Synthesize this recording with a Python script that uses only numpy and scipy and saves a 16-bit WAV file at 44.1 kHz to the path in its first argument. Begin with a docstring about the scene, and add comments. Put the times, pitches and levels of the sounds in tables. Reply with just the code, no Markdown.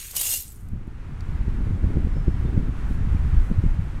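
"""Television glass shattering on a lawn

The glass front of an old television breaks up: splinters crackle, the sheet crashes down in a shower
of ringing shards, and the last pieces tinkle to rest. Then the background comes up in level: trees
rustle and wind buffets the microphone, while a far bird gives a thin whistle and a chirp."""
import sys
import numpy as np
from scipy import signal
from scipy.fft import rfft, irfft
from scipy.io import wavfile
from scipy.ndimage import uniform_filter1d

SR = 44100
rng = np.random.default_rng(int(sys.argv[2]) if len(sys.argv) > 2 else 0)


def generate_wav(signal):
    """Clip the signal to [-1, 1] and save it as 16-bit WAV at the path in sys.argv[1]."""
    frames = np.transpose(np.atleast_2d(signal))
    scaled = np.clip(frames, -1, 1) * 32767
    pcm = np.round(scaled).astype(np.int16)
    wavfile.write(sys.argv[1], SR, pcm)


N = 176400

# tone of the rustling trees (frequency [Hz], gain [dB])
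TREE_EQ = [(100, 11), (450, -2.5), (750, 1), (1400, 1), (2200, -4.5), (3200, -12.5), (5000, -20),
           (8000, -22.5), (11000, -27.5), (15500, -38.5)]
# gain ride on trees and leaves (time [s], gain [dB])
FOLIAGE_RIDE = [(0, -22), (.55, -12.5), (.8, -8.5), (1.3, -1), (2.7, 0.4), (3.3, 2.5), (4, -1)]
# nearby leaves swishing (time [s], level before the ride [dB], half length [s])
LEAF_SWISHES = [(2.918, -65, 0.041), (3.45, -66, .05)]
# bird whistle (time [s], pitch [Hz], level [dB])
WHISTLE = [(2.08, 5230, -85), (2.17, 5240, -66), (2.245, 5210, -76), (2.28, 5240, -68), (2.43, 5310, -75)]
# wind on the microphone (time [s], rumble level [dB], flutter level [dB])
WIND_LEVELS = [(0, -44.5, -64), (.55, -41.5, -58), (.76, -26.5, -47), (.84, -36, -52), (1.27, -28.5, -46),
               (1.33, -23, -44), (2.0, -22.5, -35.5), (2.25, -22, -46), (2.6, -23, -32.5),
               (2.76, -25, -42.5), (3.05, -20, -40), (3.3, -19.5, -41), (3.48, -24, -38),
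               (3.72, -23.5, -45), (3.88, -27.5, -46.5), (4, -27, -40.5)]
# tone of the wind's deep rumble (frequency [Hz], gain [dB])
RUMBLE_EQ = [(10, -3.5), (28, -0.5), (55, -5), (100, -10), (160, -18), (250, -33), (500, -52.5),
             (2000, -100)]
# tone of the wind's flutter (frequency [Hz], gain [dB])
FLUTTER_EQ = [(80, -9.5), (140, -7.5), (220, -0.5), (330, -7.5), (500, -19), (900, -38), (2000, -66)]
# eddies hitting the microphone (time [s], level [dB], upper edge [Hz])
EDDY_HITS = [(0.735, -30, 252), (0.879, -28.5, 220), (1.291, -26.5, 217), (1.482, -22, 260),
             (1.607, -21, 221), (1.67, -22.5, 302), (1.71, -26, 238), (1.843, -18, 294), (1.871, -16, 172),
             (1.905, -25, 326), (1.972, -17.5, 345), (2.049, -18, 212), (2.073, -25, 413),
             (2.168, -23.5, 308), (2.282, -17.5, 305), (2.344, -18, 150), (2.452, -23.5, 288),
             (2.545, -21.5, 263), (2.578, -14.5, 186), (2.63, -23.5, 221), (2.693, -22.5, 240),
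             (2.912, -22, 233), (3.074, -19, 176), (3.149, -18, 185), (3.344, -11.5, 125),
             (3.515, -19.5, 322), (3.589, -13, 127), (3.64, -17.5, 245), (3.665, -12.5, 159),
             (3.794, -16.5, 133)]
# deep surges of pressure (time [s], level [dB], pitch [Hz], half length [s])
SUB_SURGES = [(3.377, -6, 41.53, 0.0064), (3.416, -16, 27.32, 0.025), (3.7, -15.5, 28.09, 0.032)]
# tone of the glass (frequency [Hz], gain [dB])
GLASS_EQ = [(200, -23), (500, -13), (1000, -29), (2000, -10), (2900, -7.5), (5500, -4), (8500, 1.5),
            (11000, -2), (13500, 1), (15500, -13)]
# single shards clinking out of the shower (time [s], level [dB], main pitch [Hz])
SHARD_CLINKS = [(0.172, -29, 2936), (0.193, -32, 12200), (0.318, -32, 8000), (.365, -32.5, 7840),
                (0.405, -30.5, 12300), (0.423, -35, 14100), (0.4507, -55, 7800), (0.4798, -40.5, 8240),
                (0.502, -45, 7740), (.5211, -44, 12400), (.5415, -58, 9200), (0.56, -50, 9200),
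                (.606, -56, 9570)]
# dry ticks of settling pieces (time [s], level [dB], centre [Hz])
SETTLING_TICKS = [(.687, -52, 8800), (.872, -61.5, 8900), (1.207, -44.5, 3840)]
# ring of the large pieces (frequency [Hz], relative level [dB])
PLATE_MODES = [(2795, -4), (2929, -9), (6700, 3.5), (7564, -13), (8515, 5.5), (9045, -1), (10180, 0),
               (12300, 1.5), (13400, -1.5), (14078, 1.5)]
# envelope of the falling glass (time [s], level [dB])
SHOWER_LEVEL = [(0, -39), (.138, -44.5), (.168, -27.5), (.29, -27.5), (.335, -24.5), (.375, -30.5),
                (.45, -46), (.52, -54), (.6, -62.5), (.72, -74)]
# big pieces striking (time [s], level [dB])
CRASH_HITS = [(.11, -33.5), (0.151, -33), (0.1655, -18), (0.2129, -18.5), (.236, -30), (0.267, -25),
              (0.291, -31), (0.338, -21)]

TOP_HZ = 15750
CABINET_HZ, CABINET_WIDTH_HZ = 744, 1400


def undb(db):
    """Decibels to gain."""
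    return 10 ** (np.asarray(db) / 20)


def clock():
    """Time of every sample."""
    return np.arange(N) / SR


def curve(table, column=1):
    """One column of a table, joined by straight lines in time."""
    rows = np.array(table)
    return np.interp(clock(), rows[:, 0], rows[:, column])


def swell(at, half_s):
    """Bell-shaped envelope around a time."""
    return np.exp(-.5 * ((clock() - at) / half_s) ** 2)


def unit(x):
    """Scale to rms 1."""
    return x / np.sqrt(np.mean(x ** 2) + 1e-18)


def colour(x, points):
    """EQ by (frequency [Hz], gain [dB]) points, rolling off below the first."""
    hz, db = np.array(points).T
    f = np.maximum(np.fft.rfftfreq(len(x), 1 / SR), 1)
    gain = undb(np.interp(np.log(f), np.log(hz), db)) * np.minimum(f / hz[0], 1)
    return irfft(rfft(x) * gain, len(x))


def noise(points):
    """Coloured noise of rms 1."""
    return unit(colour(rng.standard_normal(N), points))


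def tone(hz):
    """Sine following a pitch curve."""
    return np.sin(2 * np.pi * np.cumsum(hz) / SR)


def band(x, hz, width_hz):
    """One broad resonance."""
    return signal.lfilter(*signal.iirpeak(min(hz, SR * .45), hz / width_hz, fs=SR), x)


def walk(rate):
    """Random wander of rms 1, taking `rate` steps a second."""
    hold = int(SR / rate)
    steps = np.repeat(rng.standard_normal(N // hold + 1), hold)
    return unit(uniform_filter1d(steps, hold)[:N])


def steady(x, span_s):
    """Even out level swings slower than the span."""
    return x / np.sqrt(np.abs(uniform_filter1d(x ** 2, int(span_s * SR))) + 1e-9)


def burst(x, shape):
    """The sound under an envelope, at rms 1 where the envelope is 1."""
    return x * shape / np.sqrt(np.sum((x * shape) ** 2) / np.sum(shape ** 2))


def add(out, at, x):
    """Mix a sound in at a time."""
    i = max(int(at * SR), 0)
    out[i:i + len(x)] += x[:max(len(out) - i, 0)]


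def ring(hz, t60, size=6000):
    """One struck mode."""
    t = np.arange(size) / SR
    return np.sin(2 * np.pi * hz * t) * np.exp(-np.log(1000) * t / t60)


def contacts(rate, spread_db):
    """Random clicks of uneven size, about `rate` a second."""
    hits = rng.random(N) < rate / SR
    return hits * undb(spread_db * rng.standard_normal(N)) * rng.choice([-1, 1], N)


def garden(hum_hz=415):
    """The bed: trees rustle all round, nearer leaves swish, something hums far off."""
    trees = undb(-46.5) * noise(TREE_EQ) * undb(.5 * walk(12))
    hiss = unit(band(rng.standard_normal(N), 8000, 6000))
    leaves = hiss * sum(undb(db) * swell(at, half) for at, db, half in LEAF_SWISHES)
    hum = undb(-65) * tone(hum_hz * (1 + .0064 * walk(15)))
    return (trees + leaves) * undb(curve(FOLIAGE_RIDE)) + hum


def bird(chirp_hz=3600):
    """One thin, wavering whistle from the trees, then a lower chirp."""
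    t = clock()
    pitch = curve(WHISTLE) * (1 + .0076 * walk(150))
    gate = uniform_filter1d(1. * ((t > WHISTLE[0][0]) & (t < WHISTLE[-1][0])), size=400)
    whistle = tone(pitch) * gate * undb(curve(WHISTLE, column=2) + 2 * walk(66))
    chirp = tone(chirp_hz * (1 + .011 * walk(150))) * undb(-62) * swell(at=2.477, half_s=.016)
    return np.sqrt(2) * (whistle + chirp)


def wind(eddy_half_s=.0093, low_cut_hz=40.3, edge_db=-16.5, size=4096):
    """Rumble, flutter and deep surges on the microphone; each eddy is a pressure dip in a flurry."""
    rumble = steady(noise(RUMBLE_EQ) * undb(2 * walk(25)), .098)
    flutter = steady(noise(FLUTTER_EQ) * undb(2.7 * walk(50)), .2)
    out = rumble * undb(curve(WIND_LEVELS)) + flutter * undb(curve(WIND_LEVELS, column=2))
    age, f = (np.arange(size) - size // 2) / SR, np.fft.rfftfreq(size, 1 / SR)
    shape = np.exp(-.5 * (age / eddy_half_s) ** 2)
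    energy = np.sum(shape ** 2)
    dip = -1. * (age == 0)
    for at, db, edge_hz in EDDY_HITS:
        flurry = undb(-3.5) * rng.standard_normal(size) * shape / np.sqrt(energy)
        softening = f / np.hypot(f, low_cut_hz) * undb(edge_db * (f / edge_hz) ** 1.187)
        flap = irfft(rfft(dip + flurry) * softening)
        add(out, at + age[0], undb(db) * flap * np.sqrt(energy / np.sum(flap ** 2)))
    for at, db, hz, half in SUB_SURGES:
        heave = np.sqrt(2) * np.sin(2 * np.pi * (hz * clock() + rng.random()))
        out += undb(db) * swell(at, half) * heave
    return out


def splinters(hz=2600, width_hz=3200, fade_db_per_s=53.5, end_s=.23):
    """Cracks run through the sheet and die away."""
    t = clock()
    cracks = band(band(contacts(2700, 4.8), hz, width_hz), hz, width_hz)
    return steady(cracks, .049) * undb(-46.5 - fade_db_per_s * t) * (t < end_s)


def cabinet_rattle(start_s=.13, end_s=.35):
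    """The falling glass drums on the cabinet's broad resonance."""
    t = clock()
    gate = uniform_filter1d(1. * ((t > start_s) & (t < end_s)), size=600)
    rattle = band(contacts(900, 2.7), CABINET_HZ, CABINET_WIDTH_HZ)
    return undb(-50) * steady(rattle, .078) * gate


def stragglers(clink_t60_s=.062, tick_decay_s=.0025, size=3000):
    """Single shards clink, their side modes dying first; the very last only tick."""
    out, t = np.zeros(N), np.arange(size) / SR
    for at, db, hz in SHARD_CLINKS:
        side_modes = sum(ring(f, clink_t60_s / 2) for f in rng.uniform(6600, TOP_HZ, 10))
        add(out, at, undb(db) * (ring(hz, clink_t60_s) + undb(-11) * side_modes))
    for at, db, hz in SETTLING_TICKS:
        tick = band(band(rng.standard_normal(size), hz, .63 * hz), hz, 2 * hz)
        add(out, at, undb(db) * burst(tick, np.exp(-t / tick_decay_s)))
    return out


def shards(count=380, lowest_hz=2585, mid_t60_s=.052, mean_bounce_s=.014, bounce_db=-9.5):
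    """Shards of three modes each land over one second and bounce twice, softer each time."""
    out = np.zeros(N)
    for when, length, strength, gap, *offsets in rng.random((count, 7)):
        # one mode in each third of the range
        pitches = lowest_hz + (TOP_HZ - lowest_hz) * (np.array(offsets) + np.arange(3)) / 3
        clink = sum(ring(hz, mid_t60_s * 2 ** (2 * length - 1)) for hz in pitches)
        for bounce in range(3):
            at = when - mean_bounce_s + bounce * mean_bounce_s * (.5 + gap)
            add(out, at, undb(7 * strength ** 2 + bounce * bounce_db) * clink)
    return colour(out, GLASS_EQ)


def large_pieces(detune=.0033, t60_s=.11):
    """Each mode is shared by three pieces of nearly the same size, struck at random."""
    out = np.zeros(N)
    for hz, db in PLATE_MODES:
        trio = np.zeros(N)
        for _ in range(3):
            strikes = contacts(70, 2)
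            mode = ring(hz * (1 + detune * rng.standard_normal()), t60_s)
            trio += signal.oaconvolve(strikes, mode)[:N]
        out += undb(db) * unit(trio) * undb(2 * np.clip(walk(30), -2, 1))
    return out


def shower(small_pieces_s=.37, thin_below_hz=5000, tail_decay_s=.067):
    """Glass rings over crunching splinters; small pieces fall last, muffled by the heap."""
    t = clock()
    ringing = undb(-2.5) * steady(shards(), .071)
    crunch = undb(-3.5) * steady(colour(contacts(2500, 2.5), GLASS_EQ), .013)
    ringing += undb(-5) * steady(large_pieces(), .02)
    muffled = np.clip((t - small_pieces_s) / .1, 0, 1)
    glass = ringing * (1 - muffled / 2) + crunch * (1 + muffled / 2)
    # small pieces have a touch less body
    body = signal.sosfiltfilt(signal.butter(2, thin_below_hz, fs=SR, output="sos"), glass)
    thinning = np.clip((t - small_pieces_s) / .034 + .5, 0, 1)
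    glass += (undb(-.5) - 1) * body * thinning
    tail = np.exp(-np.maximum(t - SHOWER_LEVEL[-1][0], 0) / tail_decay_s)
    return glass * undb(curve(SHOWER_LEVEL)) * tail


def crashes(decay_s=.0054, knock_db=-20.5, shelf_db=-1.5, size=4000):
    """Each big piece lands with a bright splintering crack and knocks on the cabinet."""
    out, t = np.zeros(N), np.arange(size) / SR
    for at, db in CRASH_HITS:
        glassy = colour(rng.standard_normal(size), GLASS_EQ)
        crack = unit(colour(glassy, [(300, shelf_db), (5000, shelf_db), (8000, 0)]))
        knock = unit(band(rng.standard_normal(size), CABINET_HZ, CABINET_WIDTH_HZ))
        add(out, at, undb(db) * burst(crack + undb(knock_db) * knock, np.exp(-t / decay_s)))
    return out


def scene():
    """Glass, garden, wind and bird, mixed in mono."""
    glass = splinters() + cabinet_rattle() + shower() + crashes() + stragglers()
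    return (glass + garden() + wind() + bird())[None]


def record(dry):
    """A steep low-pass trims the very top."""
    return signal.sosfilt(signal.ellip(10, .2, 80, TOP_HZ, fs=SR, output="sos"), dry)


dry = scene()
out = record(dry)
generate_wav(out)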